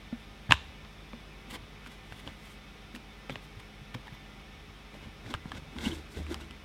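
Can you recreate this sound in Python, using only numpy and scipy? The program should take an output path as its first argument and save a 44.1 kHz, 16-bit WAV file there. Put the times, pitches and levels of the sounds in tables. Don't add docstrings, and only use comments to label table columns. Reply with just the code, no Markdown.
import sys
import numpy as np
from scipy import signal
from scipy.fft import rfft, irfft, next_fast_len
from scipy.io import wavfile
from scipy.ndimage import uniform_filter1d

SR = 44100
rng = np.random.default_rng(int(sys.argv[2]) if len(sys.argv) > 2 else 0)


def gain_from_db(level_db):
    decades = np.asarray(level_db, float) / 20
    return 10 ** decades


def inscribe(sig):
    pcm = np.round(np.clip(np.atleast_2d(sig).T, -1, 1) * 32767)
    wavfile.write(sys.argv[1], SR, pcm.astype(np.int16))


N = 292824


def level(x, db):
    return x * gain_from_db(db) / np.sqrt(np.mean(x ** 2))


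def band(x, hz, width_hz):
    return signal.lfilter(*signal.iirpeak(hz, hz / width_hz, SR), x)


def steep(x, hz, width_hz):
    return band(band(x, hz, width_hz), hz, width_hz)


def colour(points, peaks=()):
    size = next_fast_len(N)
    hz, db = np.transpose(points)
    f = np.maximum(np.fft.rfftfreq(size, 1 / SR), 1)
    shape_db = np.interp(np.log(f), np.log(hz), db, left=-90, right=-90)
    for centre, width, height_db in peaks:
        shape_db = shape_db + height_db / (1 + (2 * (f - centre) / width) ** 2)
    spectrum = rfft(rng.standard_normal(size)) * gain_from_db(shape_db)
    return irfft(spectrum, size)[:N]


def walk(rate):
    steps = rng.standard_normal(int(N / SR * 100) + 2)
    return 1.2 * np.interp(np.arange(N) * rate / SR, np.arange(len(steps)), steps)


def gain(strokes, column):
    stroke_db = 15
    t, power = np.arange(N) / SR, np.zeros(N)
    for row in strokes:
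        s, rise, fall = row[0], max(row[1], .002), max(row[2], .002)
        span = slice(max(int((s - 3 * rise) * SR), 0), int((s + 3 * fall) * SR))
        away = np.maximum((s - t[span]) / rise, (t[span] - s) / fall)
        power[span] += gain_from_db(row[column] - stroke_db * away) ** 2
    return np.sqrt(power)


def ring(hz, t60, rise_s, size):
    t = np.arange(size) / SR
    decay = np.exp(-np.log(1000) * t / np.clip(t60, .003, .25))
    return (1 - np.exp(-t / rise_s)) * decay * np.sin(2 * np.pi * hz * t)


def add(out, s, x):
    i = int(s * SR)
    out[i:i + len(x)] += x[:N - i]


def contacts(table, crack_db, late_s, crack_per_db=0):
    latch_t60_s, crack_per_hardness = 0.0088, 0.84
    out, t = np.zeros(N), np.arange(2048) / SR
    for s, db, low_hz, high_hz, hard_db in table:
        noise = rng.standard_normal((2, len(t)))
        low = ring(low_hz, latch_t60_s, 0.000237, size=len(t))
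        high = ring(high_hz, 0.523 * latch_t60_s, 0.000123, size=len(t))
        latch = low + gain_from_db(hard_db + 7.5) * high
        panel = gain_from_db(-6.5) * steep(noise[0] * np.exp(-t / 0.007), 1.135 * low_hz, 2085)
        crack = steep(noise[1] * np.exp(-t / 0.000421), 5930, 4840)
        this_crack_db = crack_db + crack_per_hardness * hard_db + crack_per_db * (db + 8) + 11
        add(out, s + late_s, gain_from_db(db) * (gain_from_db(-0.5) * (latch + panel) + gain_from_db(this_crack_db) * crack))
    return out


def friction(strokes, hiss_spectrum, board_modes, grit_db):
    slips = gain_from_db(2.0 * walk(90))
    hiss = level(colour(hiss_spectrum), -2.73)
    grains_db = grit_db * rng.exponential(size=N // 16 + 1).repeat(16)[:N]
    push = rng.standard_normal(N) * gain_from_db(grains_db)
    board = level(sum(gain_from_db(db) * steep(push, hz, w) for hz, w, db in board_modes), -0.49)
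    return slips * (hiss * gain(strokes, column=3) + board * gain(strokes, column=4))


# (frequency [Hz], density [dB per Hz])
FAN_AIR = [(30, -44.5), (60, -12), (230, -13.5), (290, -15.5), (600, -20.5), (1250, -21.5), (1700, -23.5),
           (2300, -23.5), (3500, -26), (4650, -31.5), (5400, -30.5), (7200, -41.5), (9500, -41.5),
           (16000, -49)]
# (frequency [Hz], width [Hz], level over the air [dB])
HOUSING_MODES = [(779.4, 25, 7.5), (1240, 15.7, 7.5), (1395.3, 10.4, 8), (1790.4, 13.3, 13),
                 (2016.5, 13.8, 14), (2220, 61.7, 10), (2401.6, 35.4, 9), (2586.2, 31.3, 11),
                 (2920, 33.5, 8.5), (3166, 16.5, 11.5), (3410, 32, 9), (3550, 20.7, 13.5), (3771, 99, 5.5),
                 (5290, 224, 1.5)]
# (frequency [Hz], level [dB rms])
HUM_LINES = [(41.7, -64.5), (50, -56.5), (70.9, -69), (100, -68), (103.9, -79), (150.1, -63), (207.7, -63),
             (311.5, -74), (415.4, -70), (528, -78.5)]


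def fan():
    t = np.arange(N) / SR
    air = level(colour(FAN_AIR, HOUSING_MODES), -52.5)
    hum = np.zeros(N)
    for hz, db in HUM_LINES:
        waver_db = 0.586 * walk(3.446)
        hum += gain_from_db(db + 4.5 + waver_db) * np.sin(2 * np.pi * (hz * t + rng.random()))
    return air * gain_from_db(0.058 * walk(5.52)) + hum


# (time [s], peak [dB], low ring [Hz], high ring [Hz], hardness [dB])
PIN_CONTACTS = [(0.127, -34, 1096, 3550, -31.5), (0.849, -42, 1100, 3700, -6), (0.929, -49, 1770, 2590, -2),
                (1.132, -31.5, 1100, 2220, -9.5), (1.56, -31, 1007, 2250, -19.5),
                (1.862, -32, 1484, 2220, -4.5), (2.949, -28.5, 1796, 3400, -11),
                (2.961, -35, 1250, 2700, 0.5), (3.295, -32.5, 1220, 2860, -16),
                (3.943, -31, 1810, 3135, -5), (3.947, -30.5, 943, 2110, -2.5), (4.079, -32, 888, 2120, -21),
                (4.942, -39, 800, 2160, -22)]


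def pins():
    return contacts(PIN_CONTACTS, crack_db=-16, late_s=0.00065)


# (time [s], peak [dB], frequency [Hz], decay t60 [s])
BOX_KNOCKS = [(0.127, -25, 234.8, 0.0886), (0.492, -23.5, 159.1, 0.076), (0.5, -16.5, 114.1, 0.073),
              (0.515, -22.5, 121, 0.046), (0.538, -20.5, 80.2, 0.052), (0.832, -39.5, 88, 0.074),
              (1.134, -37, 231.2, 0.115), (1.478, -42, 224, 0.086), (1.56, -46.5, 125, 0.053),
              (1.618, -40.5, 105.5, 0.116), (2.115, -36.5, 104, 0.099), (2.271, -33, 120, 0.027),
              (2.943, -37.5, 240, 0.148), (3.296, -40, 255.7, 0.192), (3.307, -49, 237, 0.04),
              (3.361, -42.5, 116, 0.063), (3.57, -34.5, 107, 0.067), (3.813, -40, 129.2, 0.117),
              (3.945, -30.5, 121, 0.119), (4.121, -37.5, 131, 0.099), (5.069, -33.5, 132.6, 0.055),
              (5.257, -36.5, 104.6, 0.142), (5.346, -21, 104.1, 0.034), (5.456, -26, 159, 0.0313),
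              (5.531, -35.5, 99.6, 0.059), (5.579, -36.5, 148.5, 0.079), (5.76, -32.5, 234, 0.058),
              (5.8655, -20, 228, 0.04), (5.8699, -18, 235, .027),
              (.508, -29, 274, 0.068), (.128, -44, 700, 0.05), (1.135, -38, 550, 0.0286),
               (1.864, -46, 237.8, 0.19), (2.123, -31, 760, 0.0069), (2.277, -46, 540, 0.037),
               (3.2965, -35, 543, 0.042), (3.3, -36.5, 133.3, 0.16), (3.357, -36.5, 530, 0.022),
               (3.358, -32, 1000, 0.0112), (4.0805, -37, 1813, 0.0135), (6.2665, -36.5, 2440, 0.0082),
               (6.3445, -33.5, 1750, 0.0099), (3.95, -43, 509, 0.077), (3.953, -27.5, 239, 0.0298),
               (4.95, -43, 604, 0.0295), (5.3418, -29, 1580, 0.0194), (5.519, -35.5, 1684, 0.018),
               (5.075, -34, 219, 0.04), (5.921, -35, 330, 0.137), (6.194, -32.5, 186.5, 0.0866),
               (6.31, -38, 322, 0.155), (6.3439, -28, 5030, 0.004), (6.415, -44.5, 335, 0.18)]


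def knocks():
    out = np.zeros(N)
    for s, db, hz, t60 in BOX_KNOCKS:
        box = ring(hz, t60, 0.329 / hz, size=8192)
        wall = ring(2.186 * hz, 0.184 * t60, 0.108 / hz, size=8192)
        add(out, s, gain_from_db(db + 1.0) * (box + gain_from_db(-12.5) * wall))
    return out


# (frequency [Hz], decay t60 [s], level [dB])
ROOM_BANDS = [(1100, 0.362, -27), (1900, 0.112, -44.5), (2700, 0.32, -33.5), (3920, 0.411, -31),
              (5800, 0.78, -37.5)]


def room(x):
    t = np.arange(SR // 3) / SR
    tail = np.zeros(len(t))
    for hz, t60, db in ROOM_BANDS:
        noise = steep(rng.standard_normal(len(t)), hz, 0.72 * hz)
        tail += gain_from_db(db - 28) * noise * np.exp(-np.log(1000) * t / t60)
    onset = 1 - np.exp(-t / 0.00127)
    return signal.oaconvolve(x, tail * onset)[:N]


# (time [s], peak [dB], frequency [Hz], decay t60 [s])
GRAINS = [(1.5028, -40, 1200, .006), (1.5407, -38, 972, .008), (5.455, -38, 1800, .006),
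          (5.852, -33, 2810, .008), (5.858, -36, 1100, .01), (5.866, -36, 3300, .006),
          (5.872, -35, 2050, .015), (5.884, -38, 1500, .01), (5.917, -36, 3200, .008),
          (5.908, -38, 2150, .012), (6.318, -36, 1560, .01), (6.402, -40, 1170, .01),
          (6.17, -40, 1900, .012), (6.42, -40, 2800, .015), (5.897, -32, 330, .1), (6.3105, -29, 345, .1),
          (6.3437, -35, 6700, .004), (6.3437, -36, 3900, .004), (.128, -37, 1050, .012),
          (3.947, -38, 3250, .01), (5.9, -38, 150, .1), (6.172, -33, 400, .05), (5.3406, -23, 1150, .01),
          (.849, -44, 3700, .012), (5.62, -40, 150, .1), (5.68, -42, 150, .1), (5.87, -37, 42, .2)]


def grit():
    out = np.zeros(N)
    for s, db, hz, t60 in GRAINS:
        add(out, s, gain_from_db(db) * ring(hz, t60, .4 / hz, size=8192))
    return out


# (time of peak [s], rise [s], fall [s], fine
# hiss [dB], board scrape [dB])
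FINGER_STROKES = [(.508, .007, .008, -46, -32), (.5205, .008, .003, -46, -30), (.53, .004, .02, -48, -38),
                  (.208, 0.086, 0.076, -67.5, -74.5), (1.51, 0.012, 0.039, -49, -44),
                  (1.557, 0.041, 0.009, -49, -42), (1.876, 0.0245, .008, -57, -48),
                  (1.916, 0.015, 0.052, -58.5, -52.5), (2.955, .012, .015, -51.5, -57),
                  (2.2, 0.2, 0.059, -62, -57), (2.266, 0.0128, 0.037, -63.5, -47),
                  (2.33, .03, 0.036, -67.5, -57.5), (2.5, 0.197, 0.051, -61.5, -58.5),
                  (2.54, 0.053, .02, -60, -63.5), (3.305, 0.0038, 0.0107, -73.5, -41.5),
                  (3.325, .02, 0.0295, -63, -50.5), (3.44, 0.047, 0.055, -65.5, -60.5),
                  (3.602, 0.013, 0.0172, -58.5, -49.5), (3.948, 0.0086, 0.0103, -59.5, -41.5),
                  (4.075, .02, .004, -66.5, -51.5), (4.15, 0.064, .02, -71.5, -55),
                  (4.944, .025, 0.074, -67.5, -53.5), (5.048, 0.048, .01, -77, -53.5)]
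# (frequency [Hz], density [dB per Hz])
FINGER_HISS = [(2650, -23.5), (4500, -3), (5480, -10.5), (8830, -6.5), (14200, -14), (16000, -18.5)]
# (frequency [Hz], width [Hz], level [dB])
FINGER_BOARD = [(1614, 440, 4.5), (1156, 604, 4), (2012, 647, 6.5), (3002, 1248, 3.5), (4610, 2530, -16.5)]


def finger_rubs():
    return friction(FINGER_STROKES, FINGER_HISS, FINGER_BOARD, grit_db=1.76)


# (time of most load [s], rise [s], fall [s], boom [dB])
DRAGS = [(.588, 0.085, 0.025, -43.5), (.694, 0.126, 0.034, -49), (1.6, 0.053, 0.0105, -50.5),
         (2.29, 0.033, 0.032, -49.5), (2.97, 0.041, .04, -64.5), (3.35, 0.086, .04, -59),
         (4.562, 0.043, .06, -52), (4.7, 0.037, 0.0097, -50.5), (4.945, .04, .1, -59),
         (5.064, 0.078, 0.061, -50.5), (5.31, .1, .1, -58), (5.39, .1, 0.105, -50),
         (5.54, 0.108, 0.21, -48.5), (5.784, 0.0146, 0.071, -42), (5.868, 0.025, 0.143, -39.5),
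         (5.99, .1, 0.062, -45), (6.175, 0.014, 0.052, -38), (6.208, 0.039, 0.27, -38),
         (6.306, .08, .3, -48), (6.53, 0.078, 0.12, -53.5)]


def bench():
    mode_hz, width_hz = 74.73, 9.1
    hz = mode_hz + width_hz * .3 * walk(13)
    boom = np.sqrt(2) * np.sin(2 * np.pi * np.cumsum(hz) / SR)
    return boom * gain(DRAGS, column=3)


SNAP_S = .5217
# (time [s], peak [dB], low ring [Hz], high ring [Hz], hardness [dB])
SNAP_CONTACTS = [(0.4945, -38, 850, 1700, -1.5), (0.5045, -27, 1900, 3300, -8.5),
                 (0.5088, -12, 1772, 3590, -9), (0.5105, -22, 1190, 2540, 9), (.5145, -28.5, 1490, 3020, 5),
                 (.5190, -27, 1500, 3330, 2.5), (SNAP_S, -8, 1100, 2720, 6),
                 (0.524, -28.5, 1270, 3100, -2.5), (0.529, -35.5, 1980, 3570, -3.5),
                 (.5328, -20.5, 927, 2430, -7), (0.5392, -27, 1660, 2900, -11.5)]


def snap():
    hits = contacts(SNAP_CONTACTS, crack_db=-18, late_s=.0002, crack_per_db=.9)
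    floor = signal.butter(2, 650, "high", fs=SR, output="sos")
    return signal.sosfilt(floor, hits)


# (time [s], peak [dB], frequency [Hz], decay t60 [s])
BODY_MODES = [(.4935, -33, 1700, .015), (.4955, -34, 850, .02), (.5092, -16, 963, .014),
              (.5095, -14, 1700, .011), (.5095, -24, 1270, .012), (.5089, -22, 4300, .005),
              (.509, -19, 3300, .005), (.522, -25, 5080, .006), (.522, -29, 7600, .004),
              (.5219, -10, 1000, .014), (.5217, -2.5, 1665, .011), (.5219, -17, 1250, .012),
              (.5255, -22, 2900, .008), (.5262, -26, 1750, .01), (.5325, -31, 1000, .015),
              (.5398, -30, 1700, .015), (.5395, -32, 2650, .012)]


def latch_body():
    out, push_s = np.zeros(N), .0004
    for s, db, hz, t60 in BODY_MODES:
        add(out, s, -gain_from_db(db + 3) * ring(hz, t60, push_s, size=2048))
    return out


# (time of most shaking [s], rise [s], fall [s], rattle [dB], hollow [Hz])
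SHAKES = [(0.521, 0.0065, 0.0218, -30, 256), (1.555, 0.059, 0.032, -40, 229),
          (2.278, 0.058, 0.051, -44.5, 220), (2.962, 0.0122, 0.0185, -43, 230),
          (3.304, 0.023, 0.121, -45.5, 228), (3.36, .05, 0.031, -50, 217), (4.53, .04, 0.037, -65.5, 226),
          (4.942, 0.029, 0.13, -51.5, 226), (5.064, 0.072, 0.03, -48.5, 207), (5.3, 0.052, 0.066, -39, 223),
          (5.458, 0.0173, 0.095, -48.5, 209), (5.552, 0.042, 0.088, -42.5, 231),
          (5.784, 0.082, 0.112, -42, 230), (5.868, 0.091, 0.083, -36, 219), (5.96, 0.098, 0.128, -46, 320),
          (6.17, 0.024, 0.06, -38, 314), (6.205, 0.039, 0.039, -44.5, 256),
          (6.306, 0.0286, 0.1025, -38.5, 297), (6.512, 0.0255, 0.042, -50.5, 227)]
# (frequency [Hz], width [Hz], level [dB])
CAVITY_MODES = [(131, 15.6, 3.5), (184.5, 85, -5.5), (240, 62, 0), (302.5, 11.1, -1.5), (345.2, 5.4, 2.5)]


def rattles():
    rows = np.array(SHAKES)
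    open_hz = np.interp(np.arange(N) / SR, rows[:, 0], rows[:, 4])
    push = rng.standard_normal(N) * gain_from_db(1.47 * walk(60))
    cavity = np.zeros(N)
    for hz, w, db in CAVITY_MODES:
        cavity += gain_from_db(db) * band(push, hz, w) / (1 + ((hz - open_hz) / 70) ** 2)
    cavity /= np.sqrt(uniform_filter1d(cavity ** 2, SR // 8))
    return level(cavity, -1.96) * gain(SHAKES, column=3)


# (frequency [Hz], width [Hz], level [dB rms], decay t60 [s])
SCATTER_BANDS = [(1100, 900, -48, .35), (1700, 500, -48, .3), (2800, 1200, -44.5, .5), (3700, 700, -47, .5),
                 (6000, 3000, -53, .3)]


def scatter():
    t = np.maximum(np.arange(N) / SR - SNAP_S, 0)
    onset = 1 - np.exp(-t / .004)
    out = np.zeros(N)
    for hz, w, db, t60 in SCATTER_BANDS:
        noise = level(steep(rng.standard_normal(N), hz, w), db)
        out += noise * onset * np.exp(-np.log(1000) * t / t60)
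    return out


# (frequency [Hz], level [dB], decay t60 [s])
EDGE_MODES = [(5420, -2, .005), (8000, 1, .003), (10150, -6, .004), (14300, -12, .004)]
# (time [s], peak [dB])
EDGE_BLOWS = [
    (5.3397, -33),
    (5.3478, -48),
    (5.5181, -44),
    (6.3435, -36),
    (6.509, -44),
    (.929, -58),
    (5.866, -46),
]


def lid_edge():
    tick = sum(gain_from_db(db) * ring(hz, t60, .0001, size=512) for hz, db, t60 in EDGE_MODES)
    out = np.zeros(N)
    for s, db in EDGE_BLOWS:
        add(out, s, gain_from_db(db) * tick)
    return out


# (time [s], length [s], frequency [Hz], level [dB
CHATTERS = [
    (1.515, 0.008, 2918, -47),
    (3.308, 0.0218, 3440, -47.5),
    (4.067, 0.013, 863, -50),
    (5.842, 0.036, 2824, -39),
    (5.91, 0.0182, 3107, -43.5),
    (3.305, 0.038, 13500, -69),
    (3.941, .009, 13500, -62),
    (4.125, 0.039, 14000, -72.5),
]


def squeaks():
    out = np.zeros(N)
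    for s, length, hz, db in CHATTERS:
        noise = rng.standard_normal(4096)
        settled = level(steep(noise, hz, .1 * hz), db)
        burst = settled[-int(length * SR):]
        add(out, s, burst * np.sqrt(np.hanning(len(burst))))
    return out


# (time [s], peak [dB], low ring [Hz], high ring [Hz], hardness [dB])
PRESSED_CONTACTS = [
    (2.123, -30, 1580, 2570, -11.5),
    (2.275, -29, 1024, 3083, -2),
    (3.296, -24, 827, 2326, -4.5),
    (3.356, -28, 1900, 2700, -1),
    (5.5176, -24, 1118, 3200, -8.5),
]


def pressed_pins():
    return contacts(PRESSED_CONTACTS, crack_db=-23.5, late_s=.0007)


# (time of most pressure [s], rise [s], fall [s], fine hiss [dB], board scrape [dB])
LID_STROKES = [(5.265, 0.0117, 0.052, -72, -57), (5.306, 0.0504, 0.0344, -58, -45),
               (5.496, 0.023, 0.013, -78.5, -54), (5.55, 0.0106, 0.059, -73, -54),
               (5.577, 0.038, 0.017, -71, -48.5), (5.785, .008, .12, -65, -52.5),
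               (5.86, 0.0633, 0.052, -47.5, -38.5), (5.885, .015, .02, -60, -43),
               (5.915, 0.06, 0.08, -56, -45.5), (5.82, .05, .03, -62, -48),
               (5.947, .06, 0.052, -53.5, -60.5), (6.13, 0.0355, .06, -56, -64.5),
               (6.17, 0.056, 0.1, -59.5, -49.5), (6.314, 0.0455, 0.058, -55, -47),
               (6.328, 0.029, 0.0062, -55, -53.5), (6.412, 0.02, 0.05, -57, -50)]
# (frequency [Hz], density [dB per Hz])
RIM_HISS = [(2650, -27), (4500, -2.5), (6250, -7.5), (7770, -4.5), (15100, -17.5), (16000, -28.5)]
# (frequency [Hz], width [Hz], level [dB])
LID_BOARD = [(1050, 600, 1), (1550, 600, 5), (2100, 650, 5), (2650, 800, 2), (3300, 1300, 2),
             (4800, 2530, -12)]


def lid_rubs():
    return friction(LID_STROKES, RIM_HISS, LID_BOARD, grit_db=2.6)


# (time [s], peak [dB], low ring [Hz], high ring [Hz], hardness [dB])
RIM_CONTACTS = [
    (5.261, -34, 1680, 2920, -21),
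    (5.339, -19, 979, 3030, -6.5),
    (5.3472, -22, 1400, 3410, -26.5),
    (5.455, -34, 995, 2200, -14.5),
    (5.764, -35, 1100, 2550, -11.5),
    (6.265, -33.5, 1250, 2230, -23),
    (6.343, -27.5, 1240, 3096, -2.5),
    (6.509, -38.5, 1360, 2870, 0),
]


def lid_catches():
    return contacts(RIM_CONTACTS, crack_db=-18, late_s=0.00083)


def scene():
    hands = pins() + knocks() + grit() + finger_rubs() + bench()
    hands += snap() + latch_body() + rattles() + lid_edge() + squeaks()
    hands += pressed_pins() + lid_rubs() + lid_catches()
    return (hands + gain_from_db(5.0) * room(hands) + fan() + scatter())[None]


def roll_off(x):
    return signal.sosfilt(signal.butter(12, 16200, fs=SR, output="sos"), x)


def record(dry):
    mix = np.clip(dry, -1, 1)
    return roll_off(mix)


dry = scene()
out = record(dry)
inscribe(out)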